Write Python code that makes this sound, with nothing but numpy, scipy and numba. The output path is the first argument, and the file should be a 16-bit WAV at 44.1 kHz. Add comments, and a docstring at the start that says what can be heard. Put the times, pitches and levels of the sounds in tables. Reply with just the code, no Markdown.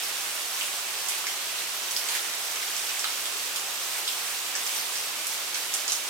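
"""Forest rain from a porch

Countless far drops merge into a steady wash. Roof water pours from cup to cup down a rain chain:
dense tiny bursts, ringing bubbles and fine spray over a dull note of the air in the cups.
Small drops tick close by; fat drips smack down a little to the right and ring under the roof."""
import sys
import numpy as np
from scipy import signal
from scipy.fft import rfft, irfft, next_fast_len
from scipy.io import wavfile
from scipy.ndimage import map_coordinates
from numba import njit

SR = 44100
rng = np.random.default_rng(int(sys.argv[2]) if len(sys.argv) > 2 else 0)


def transcribe(signal):
    """Save signal, clipped to [-1, 1], as a 16-bit WAV file at the path in sys.argv[1]."""
    frames = np.atleast_2d(signal).T
    limited = np.clip(frames, -1, 1)
    pcm = np.round(limited * 32767).astype(np.int16)
    wavfile.write(sys.argv[1], SR, pcm)


N = 268569
CHAIN_PAN_DB, CHAIN_LAG_S = -1.5, -.000012
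DRIP_PAN_DB, DRIP_LAG_S = -6, .000136


def from_db(db):
    return np.exp(np.asarray(db) * (np.log(10) / 20))


def unit_rms(x):
    return x / np.sqrt(np.mean(x ** 2) + 1e-20)


def at_hz(rows, hz):
    """Each column of a spectrum table at hz."""
    f, *columns = np.transpose(rows)
    return [np.interp(np.log(hz), np.log(f), c) for c in columns]


def drift(rate_hz):
    """Random curve through unit-variance knots."""
    knots = rng.standard_normal(2000)
    return np.interp(np.arange(N) / SR * rate_hz, np.arange(len(knots)), knots)


def resonate(x, hz, cycles):
    """Two equal resonators in series, each decaying 60 dB in `cycles`."""
    hz = min(hz, SR * .42)
    r = np.exp(-np.log(1000) * hz / (cycles * SR))
    b, a = [1 - r, 0, r - 1], [1, -2 * r * np.cos(2 * np.pi * hz / SR), r * r]
    for _ in range(2):
        x = signal.lfilter(b, a, x + 1e-18)
    return x


def place(x, pan_db, lag_s):
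    """Point source: reaches the left ear lag_s later and pan_db louder."""
    size = next_fast_len(N + 256)
    delay = np.exp(-2j * np.pi * np.fft.rfftfreq(size, 1 / SR) * lag_s)
    left = irfft(rfft(x, size) * delay, size)[:N]
    return np.array([left * from_db(pan_db / 2), x * from_db(-pan_db / 2)])


def porch(x, pan_db, t60_s=0.26, echo_s=.0101, echo_db=-13):
    """Roof and walls: one clear echo in a short diffuse tail."""
    t = np.arange(SR // 2) / SR
    tail = rng.standard_normal((2, len(t))) * from_db(-60 * t / t60_s)
    tail *= 1 - np.exp(-t / 0.00063)
    tail /= np.sqrt(np.sum(tail ** 2, axis=1, keepdims=True))
    tail[:, round(echo_s * SR)] += from_db(echo_db)
    return signal.oaconvolve(x[None], tail, axes=1)[:, :N] * from_db([[pan_db / 2], [-pan_db / 2]])


def forest_rain(flicker, dull_db, dull_hz):
    """Far drops merge into a wash, dulled by distance, centred in the bass and wide in the treble."""
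    # wash spectrum before dulling: freq_hz, density_db
    spectrum = [(18, -72), (30, -47.5), (127, -20), (259, -14), (364, -6), (1220, 0.5), (1500, -1.5),
                (3220, 2), (8080, -1), (11100, -11), (14000, -2), (16000, -37)]
    # wash between the ears: freq_hz, coherence, left_minus_right_db
    width = [(30, .8, 0), (60, 0.94, 0), (140, 1, 0.5), (400, 0.95, -0.9), (800, 0.74, -2.6),
             (1300, 0.36, -3), (2400, 0.071, -4.5), (5440, 0.033, 0.5), (8550, .03, -10), (16000, .05, 4)]
    out, edges_hz = 0, np.geomspace(28, 17000, 27)
    white = rng.standard_normal((2, 2, N))
    for k, (low, high) in enumerate(zip(edges_hz, edges_hz[1:])):
        band = signal.butter(2, [low, high], "band", fs=SR, output="sos")
        mid, side = signal.sosfilt(band, white[k % 2])
        hz = np.sqrt(low * high)
        coherence, pan_db = at_hz(width, hz)
        level_db = at_hz(spectrum, hz)[0] - dull_db * hz / (hz + dull_hz)
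        gain = from_db(level_db) * (1 + flicker * drift(14))
        pair = mid + np.sqrt((1 - coherence) / (1 + coherence)) * side * [[1], [-1]]
        out = out + gain * pair * from_db([[pan_db / 2], [-pan_db / 2]])
    return out / np.std(out.mean(axis=0))


def stream():
    """Splash and spray levels follow the flow and the uneven sloshing of the cups."""
    # stream strength in the cups: time_s, level_db
    flow = [(0.0, -32.5), (0.81, -33), (1.19, -31.5), (1.87, -34), (2.15, -31), (2.37, -34.5),
            (2.58, -32.5), (2.85, -31), (3.26, -33), (4.85, -33), (5.24, -33.5), (6.09, -33)]
    flow_db = np.interp(np.arange(N) / SR, *np.transpose(flow))
    swell_db = flow_db - flow_db.mean()
    slosh_db = 1.15 * drift(rate_hz=9.9)
    splash_db = -38 + 1.6 * swell_db + slosh_db
    spray_db = -40 + 1.1 * swell_db + slosh_db
    return splash_db, spray_db


def gurgle(together_db, apart_db, rate_hz=25):
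    """Uneven spills favour now one bubble size, now another: dB by time and pitch."""
    per_pitch = rng.standard_normal((N * rate_hz // SR, 7))
    return together_db * rng.standard_normal((len(per_pitch), 1)) + apart_db * per_pitch


@njit
def ring_out(starts, rad_per_sample, decay_per_sample, sizes, length):
    """Sum of damped oscillations, each run down 60 dB."""
    out = np.zeros(length)
    for k in range(len(starts)):
        z, step = sizes[k] + 0j, np.exp(1j * rad_per_sample[k] - decay_per_sample[k])
        end = min(length, starts[k] + int(np.log(1000) / decay_per_sample[k]))
        for i in range(starts[k], end):
            out[i] += z.real
            z *= step
    return out


def grains(low_hz, high_hz, per_s, cycles, spread_db, surges_db):
    """Tiny water events ring at random times and pitches, many faint and few loud."""
    # splash spectrum: freq_hz, level_db
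    spectrum = [(700, 0.5), (1200, -0.5), (1800, -1), (2700, 4), (4300, -0.5), (5700, 4), (7000, -2.5),
                (8300, -2), (11000, -9), (14000, -4), (16000, -15)]
    grain_rng = np.random.default_rng(rng.integers(2 ** 32))
    when, pitch, rank, sign = grain_rng.random((int(per_s * N / SR), 4)).T
    hz = (np.sqrt(low_hz) + pitch * (np.sqrt(high_hz) - np.sqrt(low_hz))) ** 2
    cell = [when * (len(surges_db) - 1), pitch * (surges_db.shape[1] - 1)]
    surge_db = map_coordinates(surges_db, cell, order=1)
    level_db = at_hz(spectrum, hz)[0] + surge_db - spread_db * np.log(np.maximum(rank, .02))
    sizes = from_db(level_db) * np.sign(sign - .5) * hz ** .75   # short rings need more height
    decay_per_sample = np.log(1000) * hz / (cycles * SR)
    out = ring_out((when * N).astype(np.int64), 2 * np.pi * hz / SR, decay_per_sample, sizes, N)
    return unit_rms(signal.sosfilt(signal.butter(2, 650, "high", fs=SR, output="sos"), out))


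def pour(splash_db, spray_db, surges_db, spread_db):
    """The stream crackles as it breaks, whips in longer-ringing bubbles and throws off fine spray."""
    crackle = grains(965, 7760, per_s=4000, cycles=12, spread_db=spread_db, surges_db=surges_db)
    bubbles = grains(844, 8520, per_s=500, cycles=48, spread_db=spread_db, surges_db=surges_db)
    spray = grains(7800, 16100, per_s=6000, cycles=40, spread_db=spread_db, surges_db=surges_db)
    water = from_db(-4) * crackle + from_db(-8) * bubbles
    return from_db(splash_db) * water, from_db(spray_db - 2.5) * spray


def rain_chain(splash_db, spray_db):
    """The nearest cup is heard directly; the others, scattered by walls and roof, differ in each ear."""
    surges_db = gurgle(together_db=.5, apart_db=1.74)
    water, spray = pour(splash_db, spray_db, surges_db, spread_db=3.5)
    water = water + plinks(gain_db=3.5, decay_s=0.0019, chirp_per_s=1.1)
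    near = place(water, CHAIN_PAN_DB, CHAIN_LAG_S) + place(spray, pan_db=-3.5, lag_s=CHAIN_LAG_S)
    ears = [pour(splash_db, spray_db, surges_db, spread_db=2) for ear in "LR"]
    far_water, far_spray = np.stack(ears, axis=1)
    scattered = from_db([[-.4], [2.2]]) * far_water + from_db([[-.6], [3.7]]) * far_spray
    return near + scattered + from_db(-5) * porch(water + spray, CHAIN_PAN_DB)


def cup_air(splash_db, hz, cycles, gain_db):
    """Churning water keeps the air in the cups ringing with a dull, hollow note."""
    air = unit_rms(resonate(rng.standard_normal(N), hz, cycles))
    return place(from_db(splash_db + gain_db + 1.2 * drift(16)) * air, CHAIN_PAN_DB, CHAIN_LAG_S)


def patter(splash_db, gain_db):
    """Small drops tick down close by."""
    surges_db = gurgle(together_db=1, apart_db=-4)
    ticks = grains(1500, 13000, per_s=90, cycles=7, spread_db=1.5, surges_db=surges_db)
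    return place(from_db(splash_db + gain_db) * ticks, DRIP_PAN_DB, DRIP_LAG_S)


def fat_drips(ring_cycles, spray_cycles, burst_s, spatter_db, spatter_s):
    """Each smack is a sharply damped ring and a broad burst of spray, whose droplets spatter down."""
    # drip impacts: start_s, ring_hz, ring_db, spray_hz, spray_db
    drips = [(0.611, 2800, -23, 4800, -38), (1.0858, 8350, -27, 6560, -22), (1.12, 3200, -33, 2700, -30),
             (1.182, 2600, -41, 7500, -29), (1.2685, 1920, -26, 5600, -27), (1.2877, 3190, -30, 5400, -37),
             (1.589, 3960, -27.5, 9800, -36), (1.91, 6890, -29, 8700, -27), (1.9644, 4770, -21, 7900, -26),
             (2.0862, 7920, -33, 5400, -24), (2.1512, 1840, -24.5, 7300, -25.5),
             (2.1897, 3600, -33, 3900, -39), (2.337, 3400, -29, 3200, -28.5), (2.559, 6120, -32, 2500, -30),
             (2.628, 2070, -32, 5100, -35), (2.766, 5940, -27, 7000, -30), (2.8928, 2500, -30, 4800, -29),
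             (2.9936, 5770, -27, 7300, -27), (3.0428, 1300, -28, 2880, -23), (3.256, 3450, -28, 6900, -29),
             (3.56, 3000, -31, 6000, -25), (3.9815, 11280, -34, 10800, -33),
             (4.0786, 3550, -22, 5770, -24.5), (4.5523, 1820, -28, 5500, -24),
             (4.6648, 7250, -29, 6600, -25), (4.7618, 5860, -28, 7100, -32), (4.9555, 5770, -30, 4930, -30),
             (5.2687, 11020, -27, 7300, -25), (5.545, 6000, -30, 4200, -25), (5.7393, 5560, -23, 6300, -20),
             (5.8796, 6200, -23.5, 4230, -22.5), (5.8978, 5680, -28, 3800, -24),
             (5.9203, 6300, -18.5, 5800, -25)]
    t = np.arange(SR // 8) / SR
    direct, to_porch = np.zeros((2, N + len(t)))
    for start_s, ring_hz, ring_db, spray_hz, spray_db in drips:
        burst, sizes = rng.standard_normal((2, len(t)))
        droplets = sizes * (rng.random(len(t)) < 2500 / SR) * np.exp(-t / spatter_s)
        splat = unit_rms(burst * np.exp(-t / burst_s)) + from_db(spatter_db) * unit_rms(droplets)
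        spray = from_db(spray_db) * unit_rms(resonate(splat, spray_hz, spray_cycles))
        spray = np.pad(spray, (round(.0005 * SR), 0))[:len(t)]   # thrown up just after impact
        # water is soft: the ring builds over about a cycle
        ring = from_db(ring_db) * unit_rms(resonate(1. * (t == 0), ring_hz, ring_cycles))
        at = round(start_s * SR)
        direct[at:at + len(t)] += ring + spray
        to_porch[at:at + len(t)] += from_db(1.5) * ring + from_db(3) * spray
    near = from_db(-1.8) * place(direct[:N], DRIP_PAN_DB, DRIP_LAG_S)
    smack_gain = np.sqrt(.002 / t[-1])   # refers rms to a 2 ms smack
    return smack_gain * (near + porch(to_porch[:N], pan_db=-3.5))


def plinks(gain_db, decay_s, chirp_per_s):
    """A lone bubble rings briefly, rising in pitch as it nears the surface."""
    # bubbles bursting from the stream: start_s, pitch_hz, level_db
    bubbles = [(1.241, 1300, -23), (2.283, 1378, -30), (2.97, 2220, -26), (3.221, 7950, -26),
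               (3.471, 2498, -32), (4.562, 8050, -28), (5.059, 8300, -23), (5.576, 10680, -27),
               (5.955, 5340, -25)]
    t = np.arange(SR // 20) / SR
    out = np.zeros(N + len(t))
    envelope = (1 - np.exp(-t / 0.00085)) * np.exp(-t / decay_s)
    for start_s, pitch_hz, level_db in bubbles:
        at = round(start_s * SR)
        tone = np.sin(2 * np.pi * pitch_hz * t * (1 + chirp_per_s * t))
        out[at:at + len(t)] += from_db(level_db + gain_db) * envelope * tone
    return out[:N]


def scene():
    """Wash, chain, patter and drips in stereo."""
    splash_db, spray_db = stream()
    wash = from_db(-36) * forest_rain(flicker=0.083, dull_db=7, dull_hz=2500)
    chain = rain_chain(splash_db, spray_db) + cup_air(splash_db, hz=754, cycles=6.5, gain_db=-18)
    drips = fat_drips(ring_cycles=7, spray_cycles=1.77, burst_s=0.001, spatter_db=-11, spatter_s=0.011)
    return wash + chain + patter(splash_db, gain_db=-26) + drips


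def record(dry):
    """Steep low-pass at 16 kHz."""
    return signal.sosfilt(signal.ellip(12, .1, 80, 16000, fs=SR, output="sos"), dry)


dry = scene()
out = record(dry)
transcribe(out)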